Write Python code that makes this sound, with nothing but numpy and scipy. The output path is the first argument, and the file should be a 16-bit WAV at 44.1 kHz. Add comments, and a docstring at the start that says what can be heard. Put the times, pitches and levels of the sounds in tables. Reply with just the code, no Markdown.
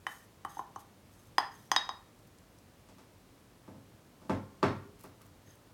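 """A wooden spoon taps and scrapes the sauce out of a hand-held glass saucepan, then drops into it and bounces.
Each tap rings damped glass modes and a hollow tok; scrapes are gritty noise that stirs the glass and squeaks.
Further off, heavy knocks of the pan being set down ring worktop panels and fill a small hard kitchen with echo.
Rustles and ticks are short filtered noise; shaped noise makes the low hum and hiss behind it all."""
import sys
import numpy as np
from scipy import signal
from scipy.fft import rfft, irfft
from scipy.io import wavfile
from scipy.ndimage import uniform_filter1d

SR = 44100
rng = np.random.default_rng(int(sys.argv[2]) if len(sys.argv) > 2 else 0)


def invert_db(level):
    """Linear amplitude ratio for a level in decibels (20 dB per decade), elementwise."""
    return 10 ** (np.asarray(level, dtype=float) / 20)


def to_wav(sig):
    """Store sig (one row per channel, or 1-D mono) as 16-bit WAV at the path in sys.argv[1].

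    Samples outside -1..1 are clipped; the rate is SR.
    """
    pcm = np.clip(np.atleast_2d(sig), -1, 1) * 32767
    pcm = np.round(pcm).astype(np.int16)
    wavfile.write(sys.argv[1], SR, pcm.T)  # frames by channels


N = 252693
TIME = np.arange(N) / SR

# The saucepan in families of modes that share nodes; the hand and the sauce damp the bowl.
# Each row of a family: frequency in Hz, relative level in dB, 60 dB decay in s before modes() shortens it.
GLASS = [
    [(330, 1.5, 0.03), (433, -2.5, 0.049), (807, 9, 0.073), (927, 5.5, 0.14), (1390, 4.5, 0.022)],
    [(1540, -39, 0.03), (1740, 0.5, 0.013), (1840, -22, 0.085), (1826, 22.5, 0.021), (2052, 11, 0.021),
     (2200, -3.5, 0.059), (2500, -28, 0.0082)],
    [(3043, 9, 0.14)],
    [(3347, 20, 0.015), (3186, 8.5, 0.038), (3600, -6, .03)],
    [(3773, -4, 0.18)],
    [(4100, 1.5, 0.011), (4630, -0.5, 0.017), (4985, 9, 0.058), (5410, -2, 0.044)],
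    [(5920, 9.5, 0.011), (6320, -10, 0.031), (6310, 5, 0.073), (6970, -14, 0.042)],
    [(8670, -9, 0.13), (8690, 5, 0.053), (10000, -15, 0.0097), (10500, -17, 0.0147), (11740, -9, .02),
     (14000, -16, .008)],
]


def unit(x):
    """Scale to rms 1."""
    return x / np.sqrt(np.mean(x ** 2))


def band(x, lo_hz, hi_hz):
    """Band-pass."""
    sos = signal.butter(2, [lo_hz, min(hi_hz, .45 * SR)], "band", fs=SR, output="sos")
    return signal.sosfilt(sos, x)


def modes(x, table, shorten=0.7, turn=1):
    """Ring a bank of damped resonators; a negative turn starts neighbours in opposite directions."""
    out = 0
    for k, (hz, db, t60) in enumerate(table):
        decay_s = min(t60, .6) * shorten
        pole = np.exp(2j * np.pi * hz / SR - np.log(1000) / (decay_s * SR))
        ring = signal.lfilter([0, pole.imag], [1, -2 * pole.real, abs(pole) ** 2], x)
        out = out + turn ** k * invert_db(db) * ring
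    return out


def add(x, s, piece):
    """Mix a piece in at a time in seconds."""
    i = int(s * SR)
    x[i:i + len(piece)] += piece[:len(x) - i]


def push(ms):
    """Contact force of unit impulse that peaks after ms and relaxes; softer contact pushes longer."""
    t = np.arange(SR // 50) * 1000 / SR / ms
    force = t * np.exp(-t)
    return force / force.sum()


def crack(ms):
    """A burst of noise that dies 60 dB in ms."""
    t = np.arange(SR // 20) / SR
    return rng.standard_normal(len(t)) * 1000. ** (-t * 1000 / ms)


def grit(rate, spread_db):
    """Random clicks of uneven size, about rate per second, rms 1."""
    clicks = (rng.random(N) < rate / SR) * rng.standard_normal(N)
    return unit(clicks * invert_db(spread_db * rng.exponential(size=N)))


def stroke(start_s, length_s):
    """Pressure 0-1 of a stroke that presses on, holds and lets go."""
    rise_s, fall_s = 0.013, 0.027
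    t = TIME - start_s
    press = np.clip(t / rise_s, 0, 1) ** 2
    return press * np.exp(-np.clip(t - length_s + fall_s, 0, None) / fall_s * 2)


def stutter():
    """Uneven grip: the level jumps about, 1.5 dB rms, as noise smoothed over 1/74 s."""
    return invert_db(1.5 * unit(uniform_filter1d(rng.standard_normal(N), int(SR / 74))))


def taps():
    """Each spot on the glass stirs the families of modes in its own mix; a harder or edge-on blow rings brighter."""
    # Spoon on glass. Each row: time in seconds, spot, tok peak in dB, tok pitch in Hz,
    # dB that all families but the lowest gain, dB that the spoon's hard edge adds.
    tap_rows = [(0.068, "lip", -27.5, 1094, -1, 5), (0.45, "sauce", -29, 1140, 10.5, 2.5),
                (0.57, "sauce", -38, 894, -7, 34), (0.593, "sauce", -27.5, 1020, -0.5, -5),
                (0.761, "sauce", -34, 1104, -3, 38.5), (1.383, "wall", -13.5, 1033, -1, 2),
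                (1.717, "wall", -17.5, 1060, -0.5, 19), (1.764, "rim", -17.5, 1054, -0.5, 1),
                (1.892, "rim", -24.5, 1066, -11.5, 4), (5.477, "lip", -68, 1200, 3, 14)]
    # Where the spoon meets the pan. Each entry: tok decay in cycles before modes() shortens it,
    # level in dB above the tok for each family of GLASS.
    spot_mixes = {"lip": (9.5, [-10.5, 3.5, -13, -18, -28, -21, -20.5, -24]),
                  "sauce": (13.5, [-4.5, -19.5, -35, -42, -54, -59, -45.5, -37]),
                  "wall": (9.3, [-9.5, -4, -29, -10.5, -47, -6.5, -20, -28.5]),
                  "rim": (8.4, [-13.5, -1, -24, -2.5, -6.5, 0, -6.5, -29])}
    # How much of the edge's dB reaches each family of GLASS, as a factor.
    edge_shares = np.array([0.035, 0.056, 0.28, 0.3, 0, 0, 0.97, 0.27])
    out = np.zeros(N)
    kick = np.zeros(SR // 3)
    add(kick, 0, push(0.023))
    # a small pan radiates nothing far below each ring
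    rings = [band(modes(kick, family, turn=-0.8), 0.89 * family[0][0], 15000) for family in GLASS]
    upper = np.arange(len(GLASS)) > 0
    for s, spot, db, tok_hz, upper_db, edge_db in tap_rows:
        cycles, mix_db = spot_mixes[spot]
        above_db = mix_db + upper_db * upper + edge_db * edge_shares
        # spoon drives wall, wall drives air, air drives the mouth: the tok swells, then soon stops
        cavity = [(tok_hz, 0, cycles / tok_hz)]
        tok = band(modes(modes(modes(kick, cavity), cavity), cavity), 620, 2700)
        for ring, more_db in zip([tok, *rings], [0, *above_db]):
            add(out, s - .001, invert_db(db + more_db) * ring / abs(ring).max())
        # the contact crack follows the highest family
        add(out, s - .001, invert_db(db + above_db[-1] + 8.5) * band(crack(23), 1500, 13700))
    return out


def scrapes():
    """Fine stick-slip grit hisses, stirs the glass and squeaks at a pitch that sinks along the stroke."""
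    # Wet wood sliding on glass. Each row: start in seconds, length in seconds, relative level in dB,
    # squeak pitch at mid-stroke in Hz, relative level in dB of the glass singing along.
    scrape_rows = [(0.074, 0.13, -65.5, 6600, -25.5), (0.192, 0.085, -76.5, 6100, -25),
                   (0.482, 0.14, -68.5, 6380, -19), (0.782, 0.05, -66.5, 6450, -23.5),
                   (1.105, .2, -77, 6400, -23.5), (1.51, .07, -70.5, 6470, -18),
                   (1.565, 0.14, -76, 5800, -21.5), (5.454, .11, -77.5, 6380, -15.5)]
    # How well sliding stirs each family of GLASS, in dB.
    slide_db = [-38, -18, -26, -16, -9, -13, -8.5, -17]
    squeak_sag_hz_per_s = 1570
    grains = grit(2500, 2.0) * stutter()
    slip, singing, squeak = np.zeros((3, N))
    for s, length_s, db, squeak_hz, singing_db in scrape_rows:
        rub = grains * invert_db(db) * stroke(s, length_s)
        t = TIME - s
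        slip += rub
        singing += rub * invert_db(singing_db)
        cycles = squeak_hz * t - squeak_sag_hz_per_s * t * (t - length_s) / 2
        # the rub smoothed over 5 ms sways the squeak's level
        sway = uniform_filter1d(rub, size=220) * invert_db(singing_db + 48.0)
        squeak += sway * np.cos(2 * np.pi * cycles)
    ring = sum(invert_db(own_db) * modes(singing, family) for own_db, family in zip(slide_db, GLASS))
    return band(slip, 4500, 14000) * invert_db(9.0) + ring + squeak


def knocks():
    """A heavy base lands on worktop panels: a dull push rings them, a hard edge marks the touch, the room booms."""
    # Knocks on the far worktop. Each row: first touch in seconds, relative level in dB,
    # share of the hollow surface 0-1, time to the peak of the push on the panels in ms, crack in dB.
    knock_rows = [(2.885, -48.5, 0.25, 0.55, -17), (2.98, -54, 0.4, 0.29, -11),
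                  (3.676, -36.5, 0.42, 0.73, -39), (3.741, -38.5, 0.13, 0.99, -40),
                  (4.214, -52, 0.3, 0.37, -18), (4.248, -40, 0, 1, -34), (4.293, -19.5, 0.34, 0.5, -39.5),
                  (4.326, -61, 0.6, 0.59, -34), (4.626, -16, 0.69, 0.38, -65),
                  (5.038, -42.5, 0.67, 0.39, -26), (5.207, -60, 0.64, 0.17, -38)]
    # Worktop modes, solid and hollow. Each row: frequency in Hz, relative level in dB,
    # 60 dB decay in s before modes() caps and shortens it.
    solid_modes = [(101.5, -22.5, 3.5), (190, -4, 0.47), (280.8, -7, 0.5), (423, -15, 0.28),
                   (536, -8.5, 0.97), (867, -3, 0.82), (1062.5, -0.5, 0.61), (1310, -21, 0.18),
                   (1370, -7, 0.77), (1793, -36, 0.77), (2260, -3, 0.25)]
    hollow_modes = [(137, -13, 0.87), (359, -15, 0.97), (411.2, -4, 0.39), (620, -30, 0.14),
                    (850, -36, 0.33), (1124, 9.5, 0.057), (1174, -18, 5.0), (1260, -26, 0.36),
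                    (1427, -9, 0.42), (1870, -21, 0.22), (1880, -8, 0.36), (2220, -34, 0.28)]
    # The kitchen's lowest standing waves, columns as above.
    boom_modes = [(47.7, -14, 0.36), (98, -2, 0.42)]
    # The pan's thick base, columns as above.
    base_modes = [(1110, 2.5, 0.038), (2080, -15, .03), (2830, -18, 0.024), (3400, -18, 0.018),
                  (4560, 0, 0.018), (5230, -9, 0.029), (6800, -20, .02)]
    settle_ms, first_touch_db = 3.5, -22  # the base lands on one edge, then flat
    base_db = -7.5
    boom_db = -32  # on each of two passes
    solid, hollow, thump, base = np.zeros((4, N))
    for first_s, db, share, ms, crack_db in knock_rows:
        share = np.clip(share, 0, 1)
        s = first_s + settle_ms / 1000
        blow = invert_db(db + 37) * (push(ms / 2) + invert_db(crack_db) * push(0.021))
        add(thump, first_s, invert_db(first_touch_db) * blow)
        add(thump, s, blow)
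        add(solid, s, invert_db(db) * (1 - share) * push(ms))
        add(hollow, s, invert_db(db) * share * push(ms))
        add(base, s, invert_db(db + base_db) * share * push(ms / 4))
    panels = modes(solid, solid_modes, shorten=0.61, turn=-0.96)
    panels = invert_db(-0.5) * (panels + modes(hollow, hollow_modes, shorten=0.37, turn=-1.15))
    # two resonators in a row: standing waves build up after the blow
    drive = solid + invert_db(-10.5) * hollow
    boom = 0
    for hz, db, t60 in boom_modes:
        first = modes(drive, [(hz, boom_db, t60)])
        boom = boom + modes(first, [(hz, db + boom_db, t60)])
    return panels + boom + modes(base, base_modes, turn=-1.37), band(thump, 150, 10000)


def rustles():
    """Soft crinkles of cloth and hands moving: strokes of fine grit."""
    # Each row: start in seconds, length in seconds, level in dB.
    rustle_rows = [(4.981, 0.12, -65), (5.203, 0.045, -65), (5.243, .04, -68)]
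    pressure = sum(invert_db(db) * stroke(s, length_s) for s, length_s, db in rustle_rows)
    return band(grit(3000, 2.1), 1000, 16400) * pressure


def ticks():
    """Faint dry ticks: noise bursts, each in a band of its own."""
    # Each row: time in seconds, level in dB, frequency in Hz that the band surrounds.
    tick_rows = [(2.1904, -59, 7510), (2.2732, -59, 11300), (2.3855, -54, 7200), (2.586, -54.5, 7600),
                 (5.009, -49, 11200), (5.037, -48, 10990), (5.2094, -71, 11100), (5.2644, -58, 11000),
                 (5.524, -62, 10900), (5.5548, -56, 12080)]
    out = np.zeros(N)
    for s, db, hz in tick_rows:
        add(out, s, invert_db(db) * band(crack(24), hz / 1.7, hz * 1.4))
    return out


def room(x, gap_ms):
    """Dense reflections that build up over gap_ms, each band dying at its own rate."""
    # The kitchen's echo. Each row: frequency in Hz, 60 dB decay in s.
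    echo_rows = [(100, 0.62), (250, 0.46), (600, 0.34), (1500, 0.39), (4000, 0.35), (9000, 0.29),
                 (15000, 0.18)]
    t = np.arange(int(.6 * SR)) / SR
    tail = 0
    for hz, t60 in echo_rows:
        tail = tail + band(rng.standard_normal(len(t)), hz / 1.336, hz * 1.674) * 1000. ** (-t / t60)
    tail *= np.clip(t * 1000 / gap_ms, 0, 1) ** 2
    return signal.fftconvolve(x, tail / np.sqrt(np.sum(tail ** 2)))[:N]


def flutter(x, ms, db):
    """Sound bouncing between two facing walls: echoes every ms, each db weaker."""
    loop = np.zeros(int(ms * SR / 1000) + 1)
    loop[0], loop[-1] = 1, -min(invert_db(db), .9)
    return signal.lfilter([1], loop, x) - x


def air():
    """Appliance hum and hiss as noise shaped in frequency; the bass wavers slowly."""
    # Each row: frequency in Hz, relative level in dB per Hz.
    air_rows = [(15, -59), (25, -33), (43, 1), (70, -7.5), (102, 3.5), (123, -3), (317, -7), (394, -10.5),
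                (476, -10.5), (863, -16), (962, -15.5), (1840, -22), (7710, -29), (16000, -33)]
    hz = np.fft.rfftfreq(N, 1 / SR) + 1
    f, db = np.transpose(air_rows)
    shape = invert_db(np.interp(np.log(hz), np.log(f), db))
    noise = unit(irfft(rfft(rng.standard_normal(N)) * shape, N))
    waver = unit(uniform_filter1d(rng.standard_normal(N), SR // 4))
    return invert_db(-59.5) * (noise + (invert_db(0.35 * waver) - 1) * band(noise, 40, 400))


def scene():
    """The pan is close and fairly dry, the knocks far and mostly echo."""
    near = taps() + scrapes() + rustles() + ticks()
    # the pan's mouth spreads its low tones round the kitchen; the rim tones beam at the listener
    spread = band(near, 180, 4500) + invert_db(4) * near
    echoes = invert_db(-14.5) * room(spread, gap_ms=3.9)
    echoes += invert_db(-20) * flutter(band(near, 600, 2100), 11.0, -13.0)
    panels, thump = knocks()
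    far_echo = room(invert_db(4.0) * band(panels, 340, 4000) + thump, gap_ms=0.33)
    far = panels + 0.35 * thump + far_echo  # part of the thump arrives straight
    return (near + echoes + far + air())[None]


def band_limit(x):
    """A steep low-pass at the top of the band."""
    return signal.sosfilt(signal.butter(12, 16680, fs=SR, output="sos"), x)


def record(dry):
    """A phone microphone that trims the deep bass below 45 Hz."""
    trimmed = signal.sosfilt(signal.butter(2, 45, "high", fs=SR, output="sos"), dry)
    return band_limit(trimmed)


dry = scene()
out = record(dry)
to_wav(out)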